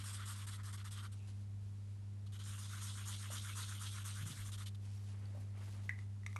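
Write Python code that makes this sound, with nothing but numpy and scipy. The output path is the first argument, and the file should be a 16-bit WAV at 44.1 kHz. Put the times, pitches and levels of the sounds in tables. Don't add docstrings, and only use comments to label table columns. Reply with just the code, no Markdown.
import sys
import numpy as np
from scipy import signal
from scipy.fft import rfft, irfft, next_fast_len
from scipy.io import wavfile
from scipy.ndimage import uniform_filter1d, map_coordinates

SR = 44100
rng = np.random.default_rng(int(sys.argv[2]) if len(sys.argv) > 2 else 0)


def wav_record(signal):
    frames = np.transpose(np.atleast_2d(signal))
    bounded = np.clip(frames, -1, 1)
    quanta = np.round(bounded * 32767).astype(np.int16)
    wavfile.write(sys.argv[1], SR, quanta)


N = 281784

# start in seconds, length in seconds, relative level in dB,
# extra low rub in dB, extra high hiss in dB, direction from 0 = push to 1 = pull.
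FLICKS = [(-0.03, 0.057, -56.5, -4, -1.5, 0.8), (0.033, 0.09, -57.5, 1, 4.5, 0.31),
          (0.127, 0.044, -59, -1, 5.5, 0.53), (0.166, 0.083, -59.5, 4.5, -2, 0.83),
          (0.254, 0.08, -57, 2, 4.5, 0), (0.338, 0.11, -60.5, 4, 1.5, 0.93),
          (0.466, 0.036, -59.5, 6.5, 5, 0), (0.509, 0.056, -60.5, 1, 3.5, 0.36),
          (0.575, 0.041, -69.5, 9.5, -2, 0), (0.631, 0.079, -63, 3, 4.5, 0.0085),
          (0.724, 0.033, -61, 3, 5, 0.38), (0.772, 0.049, -61.5, 1.5, -3.5, 0.49),
          (0.842, 0.042, -60, 1.5, 1, 0), (0.907, 0.037, -59.5, -2.5, 4, 0.2),
          (0.952, 0.06, -58, 0, -4, 0.6), (1.023, 0.044, -60, 3.5, -1, 0.32),
          (1.116, 0.024, -67, -2.5, 1.9, 0.43), (2.262, 0.009, -64, -11, -6, 0.88),
          (2.32, 0.055, -64.5, -4, -0.5, 0.33), (2.388, 0.042, -58, -6, -4.2, 0.31),
          (2.434, 0.13, -60.5, -0.5, 3.5, 0.98), (4.447, 0.05, -65, 5, 9, 1),
          (4.516, 0.036, -55.5, -8, 0, 0.3), (4.576, 0.057, -59, 0, 1, 0.1),
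          (4.657, 0.027, -54.5, -13, -2, 0.36), (4.746, 0.0033, -61, -7, -4, 0.16)]
# start in seconds, push length in seconds,
# pull length in seconds, relative push level in dB, relative pull level in dB.
LOOPS = [(2.567, 0.12, 0.13, -56.9, -57.9), (2.807, 0.13, 0.11, -53.5, -57),
         (3.052, 0.13, 0.11, -53.5, -57.5), (3.301, 0.11, 0.13, -52, -55.5), (3.548, 0.12, 0.12, -52, -57),
         (3.793, 0.117, 0.119, -53.5, -56.5), (4.04, 0.094, 0.11, -53.5, -57.5),
         (4.251, 0.1, 0.085, -55.5, -59)]
# level in dB added to the stroke,
# crest as a share of the length, fall to the ends in dB, bluntness (1 = pointed, 3 = flat-topped).
PUSH = [(-5, 0.22, 15, 4.1), (2, 0.74, 9.8, 0.75), (4, 0.23, 9.9, 0.85)]
PULL = [(0, 0.56, 14.3, 2.68), (-2.5, 0.98, 0.76, 2.07), (1.5, 0.22, 7.3, 2.3)]
FLICK = [(-1.36, 0.81, 5.9, 2.3), (-0.21, 0.67, 3.4, 2.2), (1.24, 0.41, 5, 0.93)]
PUSH_LEAN = [(-0.07, 0.02), (-0.03, 0.04), (0.0, -0.01)]
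PULL_LEAN = [(0.09, 0.09), (0.14, -0.14), (-0.05, 0.065)]
TOUCH_S, LIFT_S = 0.005, 0.013
TURN_S = 0.02
# frequency in Hz, relative level in dB.
RUB = [(450, -31), (780, -22.5), (1020, -5.5), (1370, -1), (1650, -7), (2100, -8.5), (2700, -22),
       (4000, -41)]
SCRATCH = [(1500, -20.5), (2400, -11), (2950, -3), (3450, 0), (3900, -3.5), (4800, -8.5), (6000, -15),
           (9000, -34)]
# frequency in Hz, relative level in dB.
HISS_FIRST = [(3500, -23), (5100, -6), (6000, -8), (7000, -6), (7800, -5), (8750, 1), (9400, -5),
              (10200, -12), (11250, -4), (11900, -12.5), (12500, -25)]
HISS_SECOND = [(3500, -32), (5300, -7), (6400, -1.5), (7000, -2), (7650, -4.5), (8750, 2), (9500, -2.5),
               (10400, -9.5), (11250, -1), (11900, -11.5), (12500, -14)]
SECOND_CIRCLE_S = 1.7
# start in seconds, length in seconds,
# dull level in dB, bright level in dB.
SWEEPS = [(1.116, 0.31, -77.5, -73.5), (1.272, 0.015, -67, -66), (1.606, 0.38, -85, -78),
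          (4.8, 0.31, -73, -69), (5.075, 0.49, -69, -75.5), (5.547, 0.39, -65.5, -69),
          (5.971, 0.044, -65, -67.5), (6.254, 0.24, -85, -74)]
SWEEP_CREST, SWEEP_FALL_DB, SWEEP_BLUNT = 0.22, 5.5, 1.82
SWEEP_EDGE_S = 0.038
# frequency in Hz, relative level in dB.
BACKING = [(250, 2), (600, -0.5), (900, -0.5), (1400, -4.5), (2200, -5.5), (3000, -11), (6000, -36)]
PILE = [(1200, -18), (2600, -1.5), (4300, -2), (6300, -3.5), (8700, -5), (11300, -7), (12400, -28)]
# start in seconds, length in seconds, level in dB.
SLIDE = (1.165, 0.12, -75.5)
# frequency in Hz, relative level in dB.
SLIDE_COLOUR = [(2000, -35), (2450, -8), (2650, 0), (2850, -8), (3500, -32)]
SLIDE_OCTAVES_PER_S = -0.7
# time in seconds, hollow ring level in dB, ring pitch in Hz,
# ring decay (t60) in seconds, shell level in dB.
CLICKS = [(4.976, -54, 5600, 0.015, -60), (5.256, -52.5, 4500, 0.014, -59),
          (5.8931, -22, 1992, 0.015, -37.5), (5.897, -46, 1636, 0.04, -49), (5.908, -39, 1950, 0.03, -66),
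          (5.989, -48, 2000, .03, -51), (6.234, -56, 1960, 0.034, -56), (6.2638, -31, 2090, 0.0094, -36),
          (6.267, -58, 2120, 0.01, -41), (6.329, -54, 2010, 0.019, -47), (6.3620, -28.5, 1160, 0.0062, -37),
          (6.3659, -34.5, 2300, 0.014, -39)]
# frequency in Hz, mean relative level in dB, decay (t60) in seconds.
SHELL = [(1270, -3.5, 0.0086), (2080, -2.5, 0.011), (3720, -6, 0.0071), (5780, -5, .006), (6600, -8, .005),
         (7900, -2, 0.0029), (9400, -10, 0.0052)]
# time in seconds, level in dB, pitch in Hz, decay (t60) in seconds.
BUMPS = [(3.302, -44, 595.6, 0.028), (3.32, -53.5, 231, 0.1), (4.215, -45, 134.7, 0.11),
         (4.255, -47, 160.5, .14), (4.279, -60, 307.4, 0.093), (4.303, -42.5, 136, .12),
         (4.40, -51, 47.6, 0.5), (5.347, -50.5, 580, 0.05), (5.369, -46.5, 576, 0.025),
         (5.372, -60, 255, 0.13), (5.399, -51.5, 187, 0.081)]
# time in seconds, mean level in dB.
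HUM = [(0, -47), (4.18, -46), (4.262, -43), (4.29, -53), (4.35, -53.5), (4.399, -45.5), (6.39, -46)]
HUM_HZ = 100
# multiple of HUM_HZ, relative level in dB.
HUM_LINES = [(1, 0), (2, -19), (4, -36.5)]
# frequency in Hz, relative level in dB.
AIR = [(20, -30), (32, -23), (44, 1), (70, 3.5), (110, -0.5), (170, -6.5), (250, -9), (400, -17),
       (600, -20), (850, -21.5), (2000, -27), (5000, -30), (10000, -32.5), (12400, -41)]
# frequency in Hz, t60 in seconds.
ROOM = [(150, 0.43), (2000, 0.23), (5000, 0.15), (12000, 0.066)]
TOP_HZ = 12350


def marker():
    t = np.arange(N) / SR
    rub, rub_glide = nib(axis=0)
    scratch, scratch_glide = nib(axis=1)
    hiss, hiss_glide = nib(axis=2)
    low = glided(coloured(fibres(rate=6000, spread_db=1), RUB), rub_glide)
    mid = glided(coloured(fibres(rate=9000, spread_db=2), SCRATCH), scratch_glide)
    snaps = fibres(rate=18000, spread_db=0)
    high = np.where(t < SECOND_CIRCLE_S, coloured(snaps, HISS_FIRST), coloured(snaps, HISS_SECOND))
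    high = glided(high, hiss_glide)
    tooth = amp(0.5 * wobble(170))
    uneven_rub = rub * low * amp(wobble(70))
    friction = tooth * (uneven_rub + scratch * mid + hiss * high)
    return patchy(friction, depth_db=1.8)


def strokes():
    moves = []
    for start, length, db, rub_db, hiss_db, pull in FLICKS:
        lean = (1 - pull) * np.array(PUSH_LEAN) + pull * np.array(PULL_LEAN)
        moves.append((start, length, (db + rub_db, db, db + hiss_db), FLICK, lean))
    for start, push_s, pull_s, push_db, pull_db in LOOPS:
        moves.append((start, push_s, (push_db, push_db, push_db), PUSH, PUSH_LEAN))
        moves.append((start + push_s, pull_s, (pull_db, pull_db, pull_db), PULL, PULL_LEAN))
    return sorted(moves, key=lambda move: move[0])


def nib(axis):
    t = np.arange(N) / SR
    power, octaves = np.zeros(N), np.zeros(N)
    for start, length, levels_db, shapes, leans in strokes():
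        db, crest, fall_db, blunt = shapes[axis]
        strength = amp(levels_db[axis] + db) * swell(length, crest, fall_db, blunt, TOUCH_S, LIFT_S)
        add(power, start, strength ** 2)
        moving = slice(*np.searchsorted(t, [start, start + length]))
        octaves[moving] = np.interp(t[moving], [start, start + length], leans[axis])
    return np.sqrt(power), uniform_filter1d(octaves, int(TURN_S * SR))


def swell(length, crest, fall_db, blunt, touch_s, lift_s):
    t = np.arange(int((length + lift_s) * SR)) / SR
    crest = np.clip(crest, 0.05, 0.95)
    off_crest = np.interp(t / length, [0, crest, 1], [1, 0, 1])
    contact = np.clip(np.minimum(t / touch_s, (t[-1] - t) / lift_s), 0, 1)
    return amp(-fall_db * off_crest ** blunt) * np.sqrt(contact)


def fibres(rate, spread_db):
    caught = rng.random(N) < rate / SR
    return unit(caught * rng.standard_normal(N) * amp(spread_db * rng.standard_normal(N)))


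def glided(x, octaves):
    return map_coordinates(x, [np.cumsum(2 ** octaves)], mode="mirror")


def patchy(x, depth_db):
    z = signal.stft(x, nperseg=512)[2]
    patch = np.outer(np.hanning(8), np.hanning(12))
    field = unit(signal.fftconvolve(rng.standard_normal(z.shape), patch, "same"))
    return signal.istft(z * unit(amp(depth_db * field)), nperseg=512)[1][:N]


def hand():
    dull, bright = np.zeros(N), np.zeros(N)
    for start, length, dull_db, bright_db in SWEEPS:
        sweep = swell(length, SWEEP_CREST, SWEEP_FALL_DB, SWEEP_BLUNT, SWEEP_EDGE_S, SWEEP_EDGE_S)
        add(dull, start, amp(dull_db) * sweep)
        add(bright, start, amp(bright_db) * sweep)
    dull *= amp(1.8 * wobble(35))
    bright *= amp(1.8 * wobble(35))
    backing = coloured(fibres(rate=5000, spread_db=0.5), BACKING)
    pile = coloured(fibres(rate=6500, spread_db=2.5), PILE)
    return dull * backing + bright * glided(pile, 0.1 * wobble(10))


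def paper():
    start, length, db = SLIDE
    level = np.zeros(N)
    slide = swell(length, SWEEP_CREST, SWEEP_FALL_DB, SWEEP_BLUNT, SWEEP_EDGE_S, SWEEP_EDGE_S)
    add(level, start, amp(db) * slide)
    from_middle_s = np.clip(np.arange(N) / SR - start - length / 2, -length, length)
    whistle = coloured(rng.standard_normal(N), SLIDE_COLOUR)
    return level * glided(whistle, SLIDE_OCTAVES_PER_S * from_middle_s)


def cap():
    out = np.zeros(N)
    t = np.arange(SR // 2) / SR
    for start, ring_db, hz, t60, shell_db in CLICKS:
        shell = np.zeros(len(t))
        for mode_hz, mode_db, mode_t60 in SHELL:
            strength = amp(mode_db + rng.normal(0, 2)) * rng.choice([-1, 1])
            shell += strength * ring(mode_hz, mode_t60, attack=0.0001)
        crack = amp(-18 - 60 * t / 0.025) * rng.standard_normal(len(t))
        yielding = 1 - np.exp(-t / 0.0005)
        hollow = amp(ring_db) * ring(hz, t60, attack=0.00043)
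        add(out, start, hollow + amp(shell_db) * yielding * (shell + crack))
    return out


def bumps():
    out = np.zeros(N)
    t = np.arange(SR // 2) / SR
    for start, db, hz, t60 in BUMPS:
        around_pitch = [(hz / 2, -20), (hz * 0.7, -1), (hz * 1.3, 0), (hz * 3, -22)]  # (Hz, dB)
        puff = coloured(rng.standard_normal(N), around_pitch)[:len(t)]
        puff *= amp(-8 - 60 * t / (2 * t60)) * (1 - np.exp(-t / 0.004))
        add(out, start, amp(db) * (ring(hz, t60, attack=0.0013) + puff))
    return out


def ring(hz, t60, attack):
    t = np.arange(SR // 2) / SR
    decay = np.exp(-np.log(1000) * t / t60)
    return np.sin(2 * np.pi * hz * t) * decay * (1 - np.exp(-t / attack))


def hum():
    t = np.arange(N) / SR
    times, levels_db = np.transpose(HUM)
    phase = 2 * np.pi * HUM_HZ * t + 0.035 * wobble(5.9)
    lines = np.zeros(N)
    for multiple, db in HUM_LINES:
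        lines += amp(db) * np.sin(multiple * phase + rng.uniform(0, 2 * np.pi))
    waver_db = 0.35 * wobble(14)
    return amp(np.interp(t, times, levels_db) + waver_db) * unit(lines)


def air():
    return amp(-62.5) * coloured(rng.standard_normal(N), AIR)


def room(x, wet_db):
    hz, t, z = signal.stft(rng.standard_normal(SR // 2), SR, nperseg=256)
    fade = amp(-60 * t / along(ROOM, hz)[:, None])
    tail = signal.istft(z * fade, SR, nperseg=256)[1]
    tail = np.pad(tail / np.linalg.norm(tail), (SR // 250, 0))
    return x + amp(wet_db) * signal.fftconvolve(x, tail)[:N]


def amp(db):
    return 10 ** (np.asarray(db) / 20)


def unit(x):
    return x / np.sqrt(np.mean(x ** 2) + 1e-20)


def along(points, hz):
    f, v = np.transpose(points)
    return np.interp(np.log(hz + 1), np.log(f + 1), v)


def wobble(rate):
    knots = rng.standard_normal(int(N * rate / SR) + 4)
    return map_coordinates(knots, [np.arange(N) * rate / SR])


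def filtered(x, response):
    size = next_fast_len(N + 8192)
    return irfft(rfft(x, size) * response(np.fft.rfftfreq(size, 1 / SR)), size)[:N]


def coloured(x, spectrum):
    return unit(filtered(x, lambda hz: amp(along(spectrum, hz))))


def add(track, start, sound):
    first = round(start * SR)
    sound = sound[max(-first, 0):]
    part = track[max(first, 0):][:len(sound)]
    part += sound[:len(part)]


def scene():
    pen = room(marker(), wet_db=-20)
    knocks = room(cap(), wet_db=-12.5) + room(bumps(), wet_db=-9.5)
    return (pen + knocks + hand() + paper() + hum() + air())[None]


def record(dry):
    return filtered(dry[0], lambda hz: hz < TOP_HZ)[None]


dry = scene()
out = record(dry)
wav_record(out)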